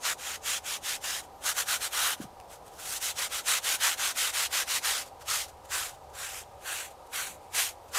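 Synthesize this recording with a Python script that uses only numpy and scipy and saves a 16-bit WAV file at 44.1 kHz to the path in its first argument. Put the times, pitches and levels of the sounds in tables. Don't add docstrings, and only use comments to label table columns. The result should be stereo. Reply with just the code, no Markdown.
import sys
import numpy as np
from scipy import signal
from scipy.io import wavfile
from scipy.ndimage import uniform_filter1d

SR = 44100
rng = np.random.default_rng(int(sys.argv[2]) if len(sys.argv) > 2 else 0)


def generate_wav(signal):
    frames = np.transpose(np.atleast_2d(signal))
    scaled = np.clip(frames, -1, 1) * 32767
    pcm = np.round(scaled).astype(np.int16)
    wavfile.write(sys.argv[1], SR, pcm)


def boost(x):
    u = np.asarray(x, float) / 20
    return 10 ** u


N = 351918


def evened(x):
    return x / np.sqrt(np.mean(abs(x) ** 2) + 1e-20)


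def follow(points, t):
    return np.interp(t, *np.transpose(points))


def read(points, hz):
    f, value = np.transpose(points)
    return np.interp(np.log(hz + 1), np.log(f + 1), value)


def shape(points, hz):
    inside = (hz >= points[0][0]) * (hz <= points[-1][0])
    return evened(boost(read(points, hz)) * inside)[:, None]


def add(mix, s, sound):
    part = mix[round(s * SR):][:len(sound)]
    part += sound[:len(part)]


def patches(bins, frames, tall, long):
    z = rng.standard_normal((frames, bins)).T
    z = uniform_filter1d(z, max(1, round(tall)), 0)
    return evened(uniform_filter1d(z, max(1, round(long)), 1))


def wash(points, db, same, left_db, patchy_db, size):
    noise = rng.standard_normal((2, N))
    hz, t, (a, b) = signal.stft(noise, SR, nperseg=size, noverlap=size * 3 // 4)
    alike = np.clip(same(hz), 0, 1)[:, None]
    z = np.array([a, alike * a + np.sqrt(1 - alike ** 2) * b]) * shape(points, hz)
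    drift_db = patchy_db * patches(len(hz), len(t), 6.0, 9.0)
    side_db = np.array([.5, -.5])[:, None, None] * left_db(hz)[:, None]
    z *= boost(drift_db + side_db)
    sound = signal.istft(z, SR, nperseg=size, noverlap=size * 3 // 4)[1][:, :N]
    return boost(db) * evened(sound)


def camera_whirr():
    # pitch_hz, level_db
    works = [(190, -22), (320, -14.5), (554, -4), (683, -8), (790, 1), (831, -4), (861, -8), (946, -3),
             (1120, -14.5), (1230, -10.5), (1390, -33), (1800, -40), (2340, -65), (3960, -120)]
    # pitch_hz, left_minus_right_db
    lean = [(200, 6), (300, 5), (700, 10.5), (1000, 4.5), (1400, -2.5)]
    return wash(works, -50, lambda hz: 0.96 + 0 * hz, lambda hz: read(lean, hz), patchy_db=-0.5, size=2048)


def camera_whine(hz, db, wander_hz):
    drift = uniform_filter1d(rng.standard_normal(N), size=500)
    drift = evened(uniform_filter1d(drift, size=500))
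    tone = np.sin(2 * np.pi * np.cumsum(hz + wander_hz * drift) / SR)
    return boost(db) * tone * boost([[3.5], [-5.0]])


def far_rumble():
    # pitch_hz, level_db
    low_colour = [(8.8, -42), (15, -7), (40, -8), (75, 1), (113, -7.5), (140, -8), (162, -22), (194, -15),
                  (220, -16), (290, -54), (480, -120)]
    # time_s, level_db
    swell = [(0, -62.5), (2.2, -61.5), (3.3, -62), (5.05, -61.5), (5.2, -60), (6.55, -59), (6.85, -65),
             (7.67, -60.5), (7.98, -63)]
    swell_db = follow(swell, np.arange(N) / SR) + 0.91
    return wash(low_colour, swell_db, lambda hz: 1 - (hz / 450) ** 2, lambda hz: .4 + 0 * hz,
                patchy_db=0.8, size=4096)


def far_traffic():
    # pitch_hz, level_db
    drone_colour = [(140, -20), (170, 6), (200, -11), (260, 0), (330, -2.5), (400, -10)]
    # time_s, level_db
    loudness = [(2.4, -67), (5.0, -66.5), (6.1, -82), (7.3, -64), (7.8, -79), (7.98, -64)]
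    drone_db = follow(loudness, np.arange(N) / SR) + 0.5
    return wash(drone_colour, drone_db, lambda hz: 0.86 + 0 * hz, lambda hz: hz / 60,
                patchy_db=2.5, size=2048)


def air_hiss():
    # pitch_hz, level_db
    hiss_colour = [(760, -38), (1300, 1), (1380, -5), (1780, -9.5), (9360, -15.5), (10500, -20),
                   (11400, -17), (12500, -19), (15600, -24)]
    # pitch_hz, likeness_0_to_1
    likeness = [(1400, 0.88), (3100, 0.85), (5000, 0.85), (6800, 0.16), (15000, 0.52)]
    return wash(hiss_colour, -61.5, lambda hz: read(likeness, hz), lambda hz: 1.3 + 0 * hz,
                patchy_db=0.0, size=512)


def slips(per_s, spread_db):
    size = boost(spread_db * np.minimum(rng.exponential(1, N), 5))
    sign = rng.choice([-1., 1.], N)
    return evened(size * sign * (rng.random(N) < per_s / SR))


def strokes(t):
    # grip_s, hold_s, pressure_db, lean_db (start to end), slab_body_db
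    quick = [(0.045, 0.084, -30.0, -1.3, -3.5), (0.2, 0.16, -37, 4.5, -4.5), (0.461, 0.12, -31, -3.7, -7.5),
             (0.659, 0.11, -34, 2, -6.5), (0.853, 0.11, -32, -2.5, -7.5), (1.044, 0.16, -34, -4.5, -6),
             (1.454, 0.068, -29, -0.5, -3), (1.575, 0.054, -29, -4.5, -2.5),
             (1.687, 0.084, -28.5, -3.5, -4), (1.818, 0.058, -30.5, -1.5, -3.5),
             (1.937, 0.2, -28.0, 0.5, -3.5), (2.816, 0.16, -36.5, 10.5, -5.5),
             (3.024, 0.093, -31.5, -3.5, -7.5), (3.179, 0.089, -31.5, -0.5, -5.5),
             (3.324, 0.083, -33, -4, -5.5), (3.475, 0.11, -26.5, -2.5, -6), (3.647, 0.11, -27.5, 2.0, -5.5),
             (3.822, 0.12, -27.5, -8, -4), (3.994, 0.12, -29.6, 0, -4.5), (4.177, 0.13, -28.1, -5.5, -6.5),
             (4.344, 0.12, -28.5, -0.4, -6), (4.535, 0.095, -28, -2.5, -4.5), (4.687, 0.096, -28, 2.5, -7),
             (4.849, 0.18, -30.5, -11, -4)]
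    slow = [
        (5.287, 0.16, -30.5, -9.5, -7),
        (5.721, 0.19, -34, -15, -3.5),
        (6.162, 0.15, -38.7, 3.5, -2),
        (6.308, 0.115, -41.5, -1.8, -5.5),
        (6.66, 0.21, -36, -7, -3.5),
        (7.143, 0.21, -37.5, -21.5, -5),
        (7.555, 0.15, -28.5, -12.5, -6.5),
        (7.952, 0.16, -28, -6.5, -3),
    ]
    # grip_s, hold_s, pressure_db
    brushes = [(1.224, 0.035, -54), (2.167, 0.031, -52), (2.206, 0.042, -45.5), (2.498, 0.068, -50.5),
               (2.655, 0.039, -55), (2.715, 0.09, -56), (2.783, 0.048, -46), (5.04, 0.053, -51),
               (5.205, 0.028, -50.3), (5.477, 0.029, -51.5), (5.647, 0.017, -54.3), (5.931, 0.029, -56),
               (6.096, 0.013, -62), (6.137, 0.026, -51), (6.61, 0.049, -53), (6.896, 0.034, -57),
               (7.062, 0.021, -62), (7.412, 0.059, -66), (7.88, 0.019, -57)]
    touches = [(*row, 0, -2.5) for row in brushes]
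    quick_edges, slow_edges, touch_edges = (585, 879, 4, -1), (713, 581, 7, -6), (889, 730, 6.5, -.6)
    creep_db = -71.5
    knee_s = 0.0023
    power = boost(creep_db) ** 2 + 0 * t
    body = boost(creep_db) ** 2 + 0 * t
    for rows, edges in ((quick, quick_edges), (slow, slow_edges), (touches, touch_edges)):
        rise, fall, arch_db, thin_db = edges
        for grip, hold, press_db, lean_db, slab_db in rows:
            along = np.clip((t - grip) / hold, 0, 1) - .5
            before = knee_s * np.logaddexp(0, (grip - t) / knee_s)
            after = knee_s * np.logaddexp(0, (t - grip - hold) / knee_s)
            hold_db = press_db + lean_db * along - arch_db * (2 * along) ** 2
            stroke = boost(hold_db - rise * before - fall * after) ** 2
            power = power + stroke
            body = body + stroke * boost(slab_db + thin_db * along) ** 2
    return 10 * np.log10(power), 10 * np.log10(body / power)


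def stone_and_wire(hz, t, fizz_db, slab_db):
    # pitch_hz, level_db
    grit_colour = [(1200, -78), (1900, -1.5), (2800, -1), (3700, -0.5), (4600, -2.5), (6000, -5.5),
                   (8000, -40)]
    # pitch_hz, level_db
    fizz_colour = [(3500, -24), (5000, -6.5), (6500, 0.5), (8000, 0), (10000, -1.5), (12500, -4.5),
                   (15000, -9), (16000, -23)]
    # pitch_hz, level_db
    slab_colour = [(250, -34), (500, -9.5), (800, -4.5), (1150, 0), (1500, 2.5), (1900, -4), (2400, -13),
                   (3200, -13)]
    # time_s, pitch_hz
    slab_ring = [(0, 1350), (.3, 1630), (1.2, 1700), (1.45, 1520), (1.6, 1560), (2.1, 1340), (3.3, 1400),
                 (3.55, 1350), (3.85, 1760), (4.2, 1450), (4.9, 1860), (5.35, 1250), (5.72, 1800),
                 (5.85, 1400), (6.7, 1660), (7.2, 1500), (7.6, 1690), (7.98, 1250)]
    fizz = shape(fizz_colour, hz) * boost(fizz_db - 1.03)
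    slab = shape(slab_colour, hz) * boost(slab_db + 2.5)
    ring = np.exp(-((hz[:, None] - follow(slab_ring, t)) / 230) ** 2)
    slab = slab * boost(2.8 * ring - 3.0)
    return np.sqrt(shape(grit_colour, hz) ** 2 + fizz ** 2 + slab ** 2)


def cupped_hand(f, t):
    # time_s, echo_dip_hz, dip_db, hollow_ring_hz, ring_db
    hollow = [(0, 4500, -1.5, 6740, 4.5), (1.1, 4270, -3, 6460, 1.5), (1.498, 4900, -1.5, 6600, 2.5),
              (2.1, 4730, -4, 7500, -2), (2.9, 4400, 1.5, 6940, 1.5), (3.3, 5130, -1.5, 7040, 1.5),
              (4.4, 4940, -1, 6600, 0.5), (5, 4800, 1.3, 6360, 1.1), (5.8, 4530, -1.5, 7400, 2),
              (6.15, 4730, -1.1, 7540, 2.5), (6.42, 4100, -7, 7360, 3), (6.65, 5200, -9, 7400, 1),
              (6.9, 5170, -6, 7600, 2.5), (7.15, 5140, -7, 7450, -0.5), (7.35, 5200, -9.9, 7400, 2),
              (7.6, 5130, -2.5, 7360, -0.2), (7.98, 5000, 2, 7000, 2.5)]
    # time_s, pitch_hz
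    ridge = [(0, 2830), (1.5, 3200), (3.3, 3350), (4.4, 2630), (5.4, 3200), (5.8, 2620), (6.42, 2400),
             (6.65, 2670), (7.35, 2300), (7.6, 2800), (7.98, 3800)]
    s, *columns = np.transpose(hollow)
    dip_hz, dip_db, ring_hz, ring_db = (np.interp(t, s, c) for c in columns)
    dip = dip_db * np.exp(-((f - dip_hz) / 450) ** 2)
    ring = ring_db * np.exp(-((f - ring_hz) / 900) ** 2)
    lift = (0.57 - 0.44 * dip_db) * np.exp(-((f - follow(ridge, t)) / 420) ** 2)
    return dip + ring + lift


def pad():
    # time_s, fizz_above_grit_db
    loose = [(0, 0.2), (1.2, 1), (1.45, 3.5), (1.75, 2.3), (2.12, 2), (2.95, 5), (3.2, 0.3), (3.35, 2),
             (3.9, 1.6), (4.9, 0.8), (5.35, 1.5), (5.8, 2.3), (6.3, 2.5), (6.75, 2.5), (7.2, 3), (7.33, 4),
             (7.6, 3.5), (7.98, 1)]
    # time_s, left_minus_right_db
    place = [
        [(0.0, 0), (1.2, -0.5)],
        [(1.45, -0.5), (2.12, 0.5)],
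        [(2.85, 1), (5.0, 2)],
        [(5.28, 1.5), (5.9, 1)],
        [(6.15, 1.5), (6.9, 0.5)],
        [(7.12, 0.5), (7.7, 1)],
    ]
    train = slips(per_s=18000, spread_db=2.0)
    hz, t, (z, stray) = signal.stft([train, rng.standard_normal(N)], SR, nperseg=256, noverlap=192)
    f = hz[:, None]
    scrape_db, slab_db = strokes(t)
    loose_db = follow(loose, t)
    fizz_db = loose_db + 0.045 * (-25 - scrape_db)
    grit_db = scrape_db - 10 * np.log10(1 + boost(fizz_db) ** 2)
    sheen_db = 0.33 * (loose_db - 4.5) * np.clip((f - 9000) / 3000, 0, 1)
    flutter_db = 0.96 * patches(1, len(t), 1, 5.0)
    rings_db = 1.66 * patches(len(hz), len(t), 2.5, 26.0)
    level_db = grit_db + 0.19 + cupped_hand(f, t) + sheen_db + flutter_db + rings_db
    gain = stone_and_wire(hz, t, fizz_db, slab_db) * boost(level_db)
    apart = (0.007 + 0.057 * f / 15000) * boost(9.5 * patches(len(hz), len(t), 4.0, 21.0))
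    left_db = follow(np.concatenate(place), t) + 2.8 * np.exp(-(f / 1900) ** 2)
    half = boost(left_db / 2)
    both = np.array([(z + apart * stray) * half, (z - apart * stray) / half]) * gain
    return signal.istft(both, SR, nperseg=256, noverlap=192)[1][:, :N]


def squeaks():
    # time_s, level_db, pitch_hz
    whistles = [
        [(1.32, -78, 11000), (1.36, -70, 12600), (1.41, -70, 14100)],
        [(7.825, -72, 11700), (7.85, -67, 13500), (7.862, -81, 14200), (7.875, -76, 14900), (7.885, -72, 15300)],
    ]
    out = np.zeros(N)
    for rows in whistles:
        s, db, hz = np.transpose(rows)
        t = np.arange(s[0], s[-1], 1 / SR)
        tone = np.sin(2 * np.pi * np.cumsum(np.interp(t, s, hz)) / SR)
        add(out, s[0], boost(np.interp(t, s, db)) * tone * signal.windows.tukey(len(t), .3))
    return out * boost([[2.5], [-2.5]])


def knocks():
    # start_s, level_db, pitch_hz, fade_by_60_db_s
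    bumps = [
        (2.2, -25, 280, 0.025),
        (2.212, -31, 197, 0.027),
        (2.239, -37, 250, 0.034),
        (2.252, -34, 170, 0.022),
        (2.265, -54, 110, 0.067),
    ]
    out, t = np.zeros(N), np.arange(4000) / SR
    for s, db, hz, t60 in bumps:
        phase = 2 * np.pi * hz * (t - 3.6 * t ** 2)
        onset = (1 - np.exp(-t / 0.0022)) ** 2
        add(out, s, boost(db - 60 * t / t60) * onset * 2.5 * np.sin(phase))
    return out * boost([[.8], [-.8]])


def ticks():
    # start_s, level_db, ring_hz, click_share_0_to_1
    snaps = [(2.401, -38, 2800, .5), (2.4, -44, 5600, .0), (2.411, -40.5, 2400, 0.5),
             (2.47, -50, 13000, .3), (2.74, -42, 13000, .3), (2.76, -44, 13500, .5), (5.574, -49, 8000, .6),
             (5.948, -48, 8000, .3), (6.044, -52, 8500, .4), (6.139, -42, 12500, .4),
             (6.4365, -41, 3300, .15), (7.073, -46, 6000, .5)]
    out, t = np.zeros(N), np.arange(300) / SR
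    clicks = uniform_filter1d(rng.standard_normal((len(snaps), 300)), size=2)
    for (s, db, hz, share), click in zip(snaps, clicks):
        ring = (1 - share) * np.sin(2 * np.pi * hz * t) * np.exp(-t * hz / 3.2)
        snap = share * click * 1.4 * np.exp(-t / .0007)
        add(out, s, boost(db) * (ring + snap))
    return out


def scene():
    camera = camera_whirr() + camera_whine(hz=779.4, db=-59, wander_hz=35.7)
    outdoors = far_rumble() + far_traffic() + air_hiss()
    return camera + outdoors + pad() + squeaks() + knocks() + ticks()


def low_pass(x):
    return signal.sosfilt(signal.butter(12, 15730, fs=SR, output="sos"), x)


def record(dry):
    return low_pass(dry)


dry = scene()
out = record(dry)
generate_wav(out)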